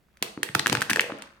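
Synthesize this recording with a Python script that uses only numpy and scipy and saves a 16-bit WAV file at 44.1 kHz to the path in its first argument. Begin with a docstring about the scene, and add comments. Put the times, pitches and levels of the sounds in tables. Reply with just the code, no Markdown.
"""Squeeze bottle sputtering over foam

Close up in a small hard room, in stereo: thick liquid and trapped air leave a nozzle over a foil tray.
Air pockets burst with a short hollow pop and a spit of spray, first singly, then in runs, and gulps
of liquid thud below them. The foam in the tray fizzes softly, the tray rings faintly, the room answers."""
import sys
import numpy as np
from scipy import signal
from scipy.fft import rfft, irfft, next_fast_len
from scipy.io import wavfile
from scipy.ndimage import uniform_filter1d

SR = 44100
rng = np.random.default_rng(int(sys.argv[2]) if len(sys.argv) > 2 else 0)


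def output_pcm(signal):
    """Save a mono or channel-first signal as 16-bit PCM at the path in sys.argv[1].

    Samples are clipped to [-1, 1] before scaling.
    """
    pcm = np.clip(np.atleast_2d(signal).T, -1, 1) * 32767
    wavfile.write(sys.argv[1], SR, np.round(pcm).astype(np.int16))


N = 61739
T = np.arange(N) / SR
BIN_HZ = np.arange(N // 2 + 1) * SR / N
POP_ATTACK_S, POP_LOW_CUT_HZ = 0.00029, 930   # small sources radiate little bass


def pops():
    """Each air pocket bursting at the nozzle rings its cavity for a few cycles and spits spray."""
    # t/s, cavity f/Hz, cycles to fall to 1/e, pop level/dB, spray level/dB, spray roll-off f/Hz,
    # left minus right/dB
    pockets = [(0.1711, 2070, 0.83, -36.5, -44, 11900, 0), (0.2252, 2100, 1.57, -7.5, -9.5, 15800, 1),
               (0.3754, 1210, 0.58, -17.5, -68, 5000, 1), (.4310, 1833, 1.93, -5.5, -11.5, 13000, -0.5),
               (.4895, 1995, 0.64, -9.5, -49, 6000, 4.5), (.5490, 2600, 0.69, -12.5, -12, 15200, -8),
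               (.5505, 1920, 1, -29, -19, 14200, -3.5), (0.5519, 1466, 1.1, 0.5, -15.5, 6000, -1.5),
               (0.594, 4100, 1.84, -0.5, -17.5, 7000, 1), (0.5954, 1950, 2, -10, -14, 7030, 5),
               (0.6606, 1710, 1.3, 3, -15, 5030, 1.5), (0.669, 1730, 1.05, -1, -12, 16000, -2.5),
               (0.6776, 2030, 0.84, -25, -24, 14000, -20), (0.6974, 2120, 1.06, -7.5, -10, 5150, -2),
               (0.7232, 1620, 0.8, -8.5, -21.5, 6000, 9), (0.727, 2140, 0.67, -2, -9, 11900, 0.5),
               (.7510, 1590, 1.8, -6, -14, 8200, 2), (.7710, 2160, 0.45, -2, -27, 4980, -13.5),
               (0.808, 2550, 0.78, -26, -32.5, 15300, -28), (0.8179, 1595, 1.96, -8, -45, 8000, 1),
               (0.818, 1920, 0.33, -2, -14.5, 16000, 3), (0.8225, 1730, 2.1, -10, -23, 12260, -4.5),
               (0.8245, 1716, 2.2, -19, -30, 16100, 7), (0.897, 1790, 0.72, 1, -29, 9000, 2.5),
               (0.8996, 1650, 3.3, -16, -12, 16400, -4.5), (0.9052, 2330, 0.75, -1.5, -13, 13900, -2.5),
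               (0.9122, 1714, 4.5, -10, -24, 12200, 2.5), (0.9325, 1960, 0.49, -1, -12.5, 8000, 4.5),
               (0.9593, 1783, 4.2, -9.5, -20, 7100, 4), (0.96, 1760, 3.9, -16, -20.5, 11900, -6),
               (0.9706, 1600, 1.25, -8.5, -24, 7000, 6), (.9953, 1860, 1.08, 4.5, -29, 4000, -0.5),
               (0.995, 2670, 1.35, 3, -25, 4040, 3), (1.0076, 2680, 0.66, -9, -13.5, 15200, 0.5),
               (1.0160, 2200, 1, -9, -25.5, 8600, 9), (1.0393, 1655, 2.8, -25.5, -45, 5050, -10),
               (1.102, 1065, 0.7, -14, -57, 4000, 2.5), (1.1201, 1340, 0.58, -11, -39, 4040, 0),
               (1.186, 2340, 1.2, -45, -39, 12000, -1), (1.2220, 2810, 0.33, -5, -27.5, 9000, 0)]
    pitch_rise, overtone_ratio, overtone_db = 0.013, 1.49, -11
    out = np.zeros((2, N))
    hiss = spray()
    for onset, hz, cycles, pop_db, spray_db, top_hz, pan_db in pockets:
        span, t = after(onset)
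        decay_s = cycles / hz
        phase = 2 * np.pi * hz * t * (1 + pitch_rise * (np.tanh(t / decay_s) - 1))
        cavity = np.sin(phase) + from_db(overtone_db) * np.sin(overtone_ratio * phase)
        ring = cut(cavity * burst(t, POP_ATTACK_S, decay_s), POP_LOW_CUT_HZ, "high", order=4)
        spatter = cut(spit(hiss[:, span], t), top_hz, "low", order=1)
        pan = from_db([[pan_db / 2], [-pan_db / 2]])
        out[:, span] += pan * (from_db(pop_db) * ring + from_db(spray_db) * spatter)
    return out


def spray():
    """The grainy hiss of spray, wide across the microphones."""
    # spray spectrum: f/Hz, relative level/dB
    colour = [(300, -15), (1000, 4), (2700, 6), (4000, 0.5), (6000, 1), (7400, -2.5), (8600, 5.5),
              (10000, -7.5), (14500, -6), (17000, -40)]
    grain_db = 7
    mid, side = noise(colour)
    flicker = unit_power(uniform_filter1d(rng.standard_normal(N), size=8))
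    return from_db(grain_db * np.clip(flicker, -2, 2)) * stereo(mid, side, likeness=0.22)


def spit(hiss, t):
    """One sharp spit of spray, with fine droplets crackling on after it."""
    jet_s, droplets_s, droplets_db = 0.0011, 0.0061, -19.5
    jet = burst(t, attack_s=0.0001, decay_s=jet_s)
    flow = jet + from_db(droplets_db) * burst(t, jet_s, droplets_s)
    flow_rms = np.sqrt(np.mean(flow ** 2))
    return cut(unit_power(hiss * flow) * flow_rms, 320, "high")


def gulps():
    """Liquid and air swing low in the bottle, so heavily damped that they thud."""
    # gulps of liquid: t/s, f/Hz, level/dB
    thuds = [(0.219, 213, -27), (.2260, 377, -26.5), (0.3753, 279, -20.5), (0.4319, 385, -22.5),
             (.3910, 283, -39), (.4945, 156, -31.5), (.5522, 614, -25), (.5530, 326, -18.5),
             (0.5552, 140, -20), (0.5963, 313, -27), (.6620, 318, -20), (.6700, 305, -18.5),
             (0.6973, 226, -20), (0.7195, 224, -15.5), (.7280, 356, -13.5), (.7275, 1026, -5.5),
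             (0.733, 123, -22), (.7760, 127, -27.5), (0.819, 184, -33), (.9000, 288, -21),
             (0.9131, 228.5, -18.5), (.9600, 513, -20), (0.9706, 376, -19.5), (.9830, 580, -18.5),
             (1.007, 397, -29), (1.0410, 542, -18.5), (1.0640, 580, -27), (1.0970, 570, -18.5),
             (1.1080, 560, -20.5), (1.1215, 281, -21)]
    out = np.zeros(N)
    for onset, hz, db in thuds:
        span, t = after(onset)
        out[span] += from_db(db) * np.sin(2 * np.pi * hz * t) * burst(t, attack_s=0.0006, decay_s=1 / hz)
    return cut(out, 94, "high", order=3)


def foam():
    """Tiny bubbles break at random all over the stirred foam, each ringing for a few cycles."""
    # loudness of the fizz: t/s, level/dB
    fizz_level = [(0, -77.5), (.12, -72.5), (.2, -69), (.25, -44.5), (.37, -76), (.46, -47), (.54, -80),
                  (.75, -40.5), (.87, -56), (1.03, -55), (1.18, -47), (1.39, -63.5)]
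    bubbles_per_s, decay_cycles, spread_db = 1000, 0.83, 2
    pitches_hz = np.geomspace(972, 5200, num=14)
    out, t = np.zeros((2, N)), T[:SR // 50]
    for hz in pitches_hz:
        breaks = rng.random((2, N)) < bubbles_per_s / (2 * len(pitches_hz) * SR)
        strengths = from_db(spread_db * np.minimum(rng.exponential(1, (2, N)), 4))
        ring = np.sin(2 * np.pi * hz * t) * burst(t, POP_ATTACK_S, decay_cycles / hz)
        out += signal.fftconvolve(breaks * strengths, ring[None], axes=1)[:, :N]
    fizz = unit_power(cut(out, POP_LOW_CUT_HZ, "high"))
    return from_db(np.interp(T, *np.transpose(fizz_level))) * fizz


def tray(bottle):
    """The filled foil tray under the nozzle rings on after each thud."""
    # low modes of the tray: f/Hz, relative level/dB, t60/s
    modes = [(120.5, -44, 0.17), (202, -42, 0.69), (270.7, -55, 0.39), (345.3, -51.5, 0.93),
             (470, -49, 0.1), (558, -46.5, 0.82)]
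    ring = sum(from_db(db - 60 * T / t60) * np.sin(2 * np.pi * hz * T) for hz, db, t60 in modes)
    return signal.fftconvolve(bottle, ring)[:N] / 10


def echoes(bottle):
    """Tray and counter reflect the bottle, reaching each microphone at a slightly different time."""
    # first reflections: left delay/s, right delay/s, level/dB
    reflections = [(.0009, .0014, -41.5), (.0026, 0.0023, -16), (.0085, .0091, -23)]
    return sum(from_db(db) * np.array([delayed(bottle[0], left), delayed(bottle[1], right)])
               for left, right, db in reflections)


def room(bottle):
    """Hard walls return a diffuse tail that dies band by band, wide in the treble, narrow in the bass."""
    # reverberation: f/Hz, level/dB, t60/s, left-right likeness (0 to 1)
    bands = [(103, -5, 0.82, 0.97), (280, -4.5, 0.46, 0.93), (620, 0.5, 0.48, 0.73),
             (1410, -13.5, 0.69, 0.012), (2600, -5.5, 0.31, 0), (4500, -7.5, 0.55, 0),
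             (8700, -9.5, 0.38, 0.25), (15000, -6.5, 0.2, 0)]
    onset_s, build_s = 0.0022, 0.0017
    white, tail = rfft(rng.standard_normal((2, N))), 0
    edges_hz = np.geomspace(40, 20480, 19)
    for low, high in zip(edges_hz, edges_hz[1:]):
        centre = np.sqrt(low * high)
        db, t60, likeness = (at_hz(bands, centre, column) for column in (1, 2, 3))
        mid, side = irfft(white * ((BIN_HZ >= low) & (BIN_HZ < high)), N)
        fade = from_db(db - 60 * T / t60)
        fade *= np.sqrt(np.log(1000) / (t60 * SR))   # same energy however long the tail
        tail += fade * stereo(mid, side, likeness)
    tail *= 1 - np.exp(-np.maximum(T - onset_s, 0) / build_s)
    return signal.fftconvolve(bottle, tail, axes=1)[:, :N]


def room_tone():
    """Faint steady indoor air, mostly bass and near the centre."""
    # spectrum of the air: f/Hz, relative level/dB
    colour = [(25, 1), (45, 0), (65, 13.5), (95, -10), (125, 5.5), (210, 2), (300, -2.5), (600, -6.5),
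              (1100, -16), (1800, -16), (4000, -23), (9000, -26.5), (16000, -25)]
    level_db, side_db = -67, -8
    mid, side = noise(colour)
    return from_db(level_db) * (mid + from_db(side_db) * side * [[1], [-1]])


def from_db(db):
    """Decibels to gain."""
    return 10 ** (np.asarray(db) / 20)


def unit_power(x):
    """Scale to an RMS of one."""
    return x / np.sqrt(np.mean(x ** 2) + 1e-20)


def at_hz(table, hz, column=1):
    """Read one column of a table along log frequency."""
    table = np.array(table)
    return np.interp(np.log(np.maximum(hz, 1)), np.log(table[:, 0]), table[:, column])


def noise(colour):
    """Two unrelated channels of coloured noise, unit power."""
    white = rfft(rng.standard_normal((2, N)))
    return unit_power(irfft(white * from_db(at_hz(colour, BIN_HZ)), N))


def stereo(mid, side, likeness):
    """Mid and side noise to left and right, correlated by the given likeness."""
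    return np.sqrt(1 + likeness) * mid + np.sqrt(1 - likeness) * side * [[1], [-1]]


def burst(t, attack_s, decay_s):
    """Quick rise and exponential fall."""
    return (1 - np.exp(-t / attack_s)) * np.exp(-t / decay_s)


def after(onset):
    """The tenth of a second after an onset: its samples and its elapsed time."""
    span = slice(int(onset * SR), int(onset * SR) + SR // 10)
    return span, np.maximum(T[span] - onset, 0)


def delayed(x, delay_s):
    """The same sound arriving later, to a fraction of a sample."""
    size = next_fast_len(N + SR // 10)
    hz = np.arange(size // 2 + 1) * SR / size
    return irfft(rfft(x, size) * np.exp(-2j * np.pi * hz * delay_s), size)[:N]


def cut(x, hz, kind, order=2):
    """Butterworth high- or low-pass."""
    return signal.sosfilt(signal.butter(order, min(hz, .45 * SR), kind, fs=SR, output="sos"), x + 1e-18)


def scene():
    """The bottle close to the microphones, slightly to the left, with tray and room around it."""
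    bottle = pops() + gulps()
    direct = np.array([bottle[0], delayed(bottle[1], delay_s=0.00007)])
    return direct + echoes(bottle) + tray(bottle.mean(0)) + room(bottle) + foam() + room_tone()


def record(dry):
    """The recorder clips at full scale and shuts out the treble above 18 kHz."""
    low_pass = signal.cheby2(12, 70, 18000, fs=SR, output="sos")
    return signal.sosfilt(low_pass, np.clip(dry, -1, 1))


dry = scene()
out = record(dry)
output_pcm(out)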